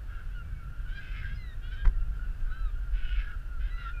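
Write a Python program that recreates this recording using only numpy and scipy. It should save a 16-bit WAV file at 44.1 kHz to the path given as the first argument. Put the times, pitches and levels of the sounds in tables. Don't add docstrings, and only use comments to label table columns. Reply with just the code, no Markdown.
import sys
import numpy as np
from scipy import signal
from scipy.fft import rfft, irfft
from scipy.io import wavfile

SR = 44100
rng = np.random.default_rng(int(sys.argv[2]) if len(sys.argv) > 2 else 0)


def transcribe(signal):
    frames = np.atleast_2d(signal).T
    limited = np.clip(frames, -1, 1)
    pcm = np.round(limited * 32767).astype(np.int16)
    wavfile.write(sys.argv[1], SR, pcm)


N = 176400
T = np.arange(N) / SR


def amp(db):
    return 10 ** (np.asarray(db) / 20)


def unit(x):
    return x / np.sqrt(np.mean(x ** 2) + 1e-20)


def level_at(spectrum, hz):
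    freqs, levels = np.transpose(spectrum)
    return np.interp(np.log(hz + 1), np.log(freqs + 1), levels)


def colour(x, spectrum, tilt_db=0):
    hz = np.fft.rfftfreq(len(x), 1 / SR)
    gain = amp(level_at(spectrum, hz) + tilt_db * np.log2(hz / 1000 + .01))
    return unit(irfft(rfft(x) * gain, len(x)))


def wander(size, rate_hz):
    padded = size + SR // 4
    hz = np.fft.rfftfreq(padded, 1 / SR)
    return unit(irfft(rfft(rng.standard_normal(padded)) / (1 + (hz / rate_hz) ** 4)))[:size]


def add(mix, start_s, sound):
    part = mix[max(round(start_s * SR), 0):][:len(sound)]
    part += sound[:len(part)]


def camera_whine():
    # (frequency [Hz], rms level [dB])
    tones = [(10643, -84), (10691, -94), (13189, -89.5)]
    return sum(np.sqrt(2) * amp(db) * np.sin(2 * np.pi * hz * T) for hz, db in tones)


def water_wash():
    # (frequency [Hz], relative level [dB])
    spectrum = [(100, -13.5), (250, 5.5), (385, 1.5), (480, 0), (700, -2), (950, -6), (2000, -13),
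                (4000, -16), (6500, -23), (8300, -24), (10000, -39), (12000, -42), (13500, -25),
                (15300, -30)]
    return amp(-63.5) * colour(rng.standard_normal(N), spectrum) * amp(.5 * wander(N, rate_hz=2.7))


def wind():
    # (frequency [Hz], relative level [dB])
    spectrum = [(0, -70), (4, -48), (10, 0.5), (18, -5), (28, 1), (47, -2), (65, -12.5), (100, -17),
                (125, -19), (160, -28), (220, -36.5), (320, -55), (600, -63), (1500, -94)]
    # (time [s], level [dB])
    buffet = [(0, -36.5), (.9, -35.5), (1.7, -37), (2.0, -28), (2.35, -32.5), (2.9, -28), (3.15, -28.5),
              (3.35, -38), (3.55, -30.5), (4, -35.5)]
    # (time [s], level [dB])
    rumble = [(0, -47.5), (.5, -40), (1.1, -45), (1.3, -37), (1.5, -45.5), (2.1, -41), (2.6, -47.5),
              (3.3, -45), (4, -46.5)]
    crossover_hz = 58.8
    low_share = 1 / (1 + (np.fft.rfftfreq(N, 1 / SR) / crossover_hz) ** 8)
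    out = np.zeros(N)
    for share, gusts in ((low_share, buffet), (1 - low_share, rumble)):
        noise = colour(rng.standard_normal(N), spectrum)
        band = unit(irfft(rfft(noise) * np.sqrt(share), N))
        out += band * amp(np.interp(T, *np.transpose(gusts)))
    return out


def shore_echo(x, t60_s=.22):
    t = np.arange(SR) / SR
    reflections = rng.standard_normal(SR) * (rng.random(SR) < .05)
    tail = reflections * amp(-60 * t / t60_s) * (t > .004)
    return amp(-8.5) * signal.fftconvolve(x, tail / np.linalg.norm(tail))[:N]


def colony(calls_per_s=10):
    # (frequency [Hz], relative level [dB])
    spectrum = [(800, -42), (1130, -14), (1330, -5), (1480, -2), (1680, -6.5), (1950, -16.5), (2300, -19.5),
                (2700, -13.5), (3200, -21.5), (3900, -27), (5200, -29.5), (7000, -32)]
    blur = amp(-61.3) * colour(rng.standard_normal(N), spectrum) * amp(.69 * wander(N, rate_hz=21))
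    far = np.zeros(N)
    for when, pitch, size, fall in rng.random((int(calls_per_s * N / SR), 4)):
        hz = 1470 * (1 + .25 * (pitch - .5))
        db = -67 + 6 * (size - .5)
        length = .12 * (.5 + size)
        glide = (hz * .98, hz, hz * (1 - .083 * fall))
        add(far, when * N / SR, cry(length, glide, harmonics_db=(db, db - 13)))
    return blur + far + amp(10) * shore_echo(far)


def wave_slap():
    # (time [s], width [s], peak level [dB], pressure sign)
    pushes = [(1.856, .006, -23, -1), (1.876, .0112, -10, 1)]
    # (time [s], decay [s], level [dB], brightness [dB/octave])
    splashes = [(1.848, .006, -42, -1), (1.853, .008, -33, -2), (1.868, .012, -42, -4),
                (1.8745, .006, -44.5, 6), (1.886, .0008, -53, 6)]
    # (frequency [Hz], relative level [dB])
    spectrum = [(200, -0.5), (600, -10.5), (1100, 1.5), (2000, 6), (2700, -21), (4000, -17), (7000, -30),
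                (10000, -39), (15000, -59)]
    # (frequency [Hz], level [dB], time to fall 60 dB [s])
    hull_modes = [(147, -38, 0.13), (378, -47.5, 0.26), (723, -52, 0.16), (1040, -49.5, .15)]
    out, t = np.zeros(N), np.arange(SR // 4) / SR
    for when, width, db, sign in pushes:
        u = ((T - when) / width) ** 2
        out += np.sign(sign) * amp(db) * (1 - 2 * u) * np.exp(-u)
    for when, decay, db, brightness in splashes:
        spray = colour(rng.standard_normal(len(t)), spectrum, brightness)
        envelope = np.exp(-(t / decay) ** 2) * np.minimum(t / .00073, 1)
        add(out, when, amp(db) * spray * envelope)
    for hz, db, t60 in hull_modes:
        add(out, pushes[0][0], amp(db - 60 * t / t60) * np.sin(2 * np.pi * hz * t))
    return out


def gesture(length, pitches, attack_s, release_s):
    t = np.arange(int(length * SR)) / SR
    curve = np.polyfit(np.linspace(0, 1, len(pitches)), pitches, len(pitches) - 1)
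    fade_in = np.sin(np.pi / 2 * np.minimum(t / attack_s, 1))
    fade_out = np.sin(np.pi / 2 * np.minimum((length - t) / release_s, 1))
    return np.polyval(curve, t / length), fade_in * fade_out


def cry(length, pitches, harmonics_db, jitter=.004, flutter_db=1.8):
    hz, envelope = gesture(length, pitches, attack_s=.014, release_s=.018)
    phase = 2 * np.pi * np.cumsum(hz * (1 + jitter * wander(len(hz), rate_hz=66))) / SR
    return envelope * sum(amp(db + flutter_db * wander(len(hz), rate_hz=32)) * np.sin(k * phase)
                          for k, db in enumerate(harmonics_db, 1))


def squawk(length, pitches, db, rough, bill_hz, bill_db, bill_width_octaves=.18):
    # (frequency [Hz], relative level [dB])
    throat = [(700, -43), (1100, -26), (1350, -0.5), (1580, 2), (1850, -8), (2150, -9), (2600, -8.5),
              (3150, -9.5), (3700, -16.5), (4400, -24.5), (5200, -22.5), (6000, -38), (10000, -67)]
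    hz, envelope = gesture(length, pitches, attack_s=.24 * length, release_s=.03)
    jitter = (.005 + .026 * rough) * wander(len(hz), rate_hz=209)
    cycles = np.cumsum(hz * (1 + jitter)) / SR
    pulses = unit(sum(np.cos(2 * np.pi * k * cycles) for k in range(1, 18)))
    puffs = unit((.3 + np.exp(-(cycles % 1) / .64)) * rng.standard_normal(len(hz)))
    freqs = np.geomspace(500, 12000, 200)
    bill_peak = bill_db * np.exp(-(np.log2(freqs / bill_hz) / bill_width_octaves) ** 2 / 2)
    tract = np.column_stack([freqs, level_at(throat, freqs) + bill_peak])
    breath_share = .52 * rough
    voice = np.sqrt(1 - breath_share) * colour(pulses, tract)
    voice += np.sqrt(breath_share) * colour(puffs, tract)
    treble = signal.sosfiltfilt(signal.butter(4, 3400, "high", fs=SR, output="sos"), voice)
    opening_db = .5 * (db + 53.5) - 6 * np.linspace(-1, 1, len(hz)) ** 2
    voice += (amp(opening_db) - 1) * treble
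    rasp = amp(3.3 * rough * wander(len(hz), rate_hz=290))
    return amp(db) * envelope * unit(voice * rasp)


def near_gulls(cry_gain_db=1.7):
    # (time [s], length [s], start, early, late and end pitch [Hz], levels of harmonics 1, 2 and 3
    # before the cry gain [dB]); the 1.63 s row is the strong third harmonic of the squawk at 1.613 s
    cries = [(0.11, 0.1, 1389, 1407, 1367, 1269, -57, -76, -88),
             (0.343, 0.085, 1468, 1434, 1399, 1362, -49, -62, -82),
             (0.43, 0.21, 2330, 2281, 2249, 2234, -70, -92, -98),
             (0.59, 0.09, 1407, 1373, 1343, 1316, -58, -79, -88),
             (0.72, 0.09, 1379, 1431, 1437, 1400, -64, -80, -90),
             (0.85, 0.11, 1460, 1480, 1530, 1600, -53, -68, -87),
             (0.955, 0.055, 1599, 1617, 1617, 1599, -48, -70, -80),
             (1.235, 0.05, 1544, 1579, 1594, 1589, -46, -74, -87),
             (1.36, 0.11, 1446, 1423, 1368, 1279, -65, -67, -90),
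             (1.365, 0.18, 2114, 2029, 1926, 1804, -59, -63, -86),
             (1.63, 0.09, 1385, 1440, 1455, 1470, -52, -64, -76),
             (1.77, 0.105, 1575, 1616, 1607, 1550, -51.5, -62, -88),
             (1.925, 0.036, 1929, 1889, 1851, 1814, -64, -84, -90),
             (1.98, 0.07, 1345, 1371, 1372, 1349, -61, -69, -87),
             (2.185, 0.084, 1431, 1444, 1450, 1449, -50, -72, -90),
             (2.23, 0.11, 1369, 1348, 1337, 1334, -70, -72, -90),
             (2.39, 0.07, 1335, 1346, 1351, 1350, -72, -73, -88),
             (2.495, 0.215, 1298, 1324, 1313, 1145, -54, -69, -69),
             (2.505, 0.13, 1409, 1528, 1573, 1545, -50, -68, -88),
             (2.73, 0.068, 1404, 1412, 1448, 1514, -58, -72, -88),
             (3.015, 0.135, 1443, 1452, 1461, 1469, -53, -68, -89),
             (3.14, 0.1, 1784, 1756, 1727, 1699, -56, -74, -90),
             (3.23, 0.12, 1596, 1668, 1674, 1615, -55, -79, -86),
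             (3.27, 0.088, 1400, 1451, 1422, 1315, -50, -72, -88),
             (3.48, 0.118, 1428, 1428, 1384, 1295, -55, -78, -88),
             (3.7, 0.22, 1940, 1982, 1895, 1775, -55, -63.5, -85),
             (3.71, 0.08, 1321, 1321, 1333, 1359, -57, -65, -84),
             (3.775, 0.155, 1365, 1392, 1368, 1465, -44.5, -63, -77),
             (3.932, 0.085, 2469, 2432, 2424, 2445, -55, -89, -100),
             (3.935, 0.08, 1463, 1425, 1391, 1359, -49, -80, -88)]
    # (time [s], length [s], start, middle and end pitch [Hz], level [dB],
    # roughness [0-1], bill resonance [Hz], bill boost [dB])
    squawks = [(0.077, 0.16, 530, 540, 511, -55.5, 0.73, 1320, 14.5),
               (0.309, 0.061, 665, 676, 680, -63, 0.3, 2900, 9),
               (.87, 0.099, 747, 770, 845, -55.5, 0.48, 3460, 6),
               (0.944, 0.065, 793, 793.5, 780, -48, .25, 4030, 4.5),
               (.985, 0.18, 520, 512.3, 526, -51.5, 0.59, 2450, 5),
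               (1.138, 0.094, 429.7, 433.5, 423, -48.5, 0.7, 2210, 9.5),
               (1.206, .11, 526, 534, 520, -49, 0.81, 1830, 10.5),
               (1.279, .08, 537, 542, 557, -54, 0.33, 3200, 1.5),
               (1.34, 0.05, 720, 711, 716, -58, 0.2, 5100, 20.5),
               (1.613, 0.12, 456, 481.4, 487, -56.5, 0.16, 3350, 8.5),
               (1.708, 0.06, 737, 770, 735, -48.5, 0.3, 4600, 0),
               (1.747, 0.099, 629, 611, 600, -58.5, 0.26, 3460, 11),
               (2.42, .16, 507, 508, 531, -58.5, 0.88, 1370, 10),
               (2.924, 0.14, 369, 372.6, 375, -53, 0.63, 2560, 3.5),
               (3.014, 0.17, 365.5, 367.5, 366.6, -50.5, 0.63, 2810, 10),
               (3.147, 0.091, 443.6, 437.4, 433, -48, 0.97, 2340, 10),
               (3.198, 0.14, 530, 552.7, 532.6, -51, 0.83, 1570, 6.5),
               (3.59, .13, 505.4, 519.4, 543, -53.5, 0.54, 3670, 1.5),
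               (3.761, .16, 700, 686, 673, -51.5, 0.77, 1620, 3.5)]
    out = np.zeros(N)
    for start, length, *pitches, first, second, third in cries:
        add(out, start, amp(cry_gain_db) * cry(length, pitches, (first, second, third, third - 18)))
    for start, length, *pitches, db, rough, bill_hz, bill_db in squawks:
        add(out, start, squawk(length, pitches, db, rough, bill_hz, bill_db))
    return out


def scene():
    gulls = near_gulls()
    water = water_wash()
    return (gulls + shore_echo(gulls) + colony() + wind() + wave_slap() + water)[None]


def record(dry, cutoff_hz=15400):
    high_cut = signal.firwin(511, cutoff_hz, window=("kaiser", 9), fs=SR)
    return signal.filtfilt(high_cut, 1, dry + camera_whine())


dry = scene()
out = record(dry)
transcribe(out)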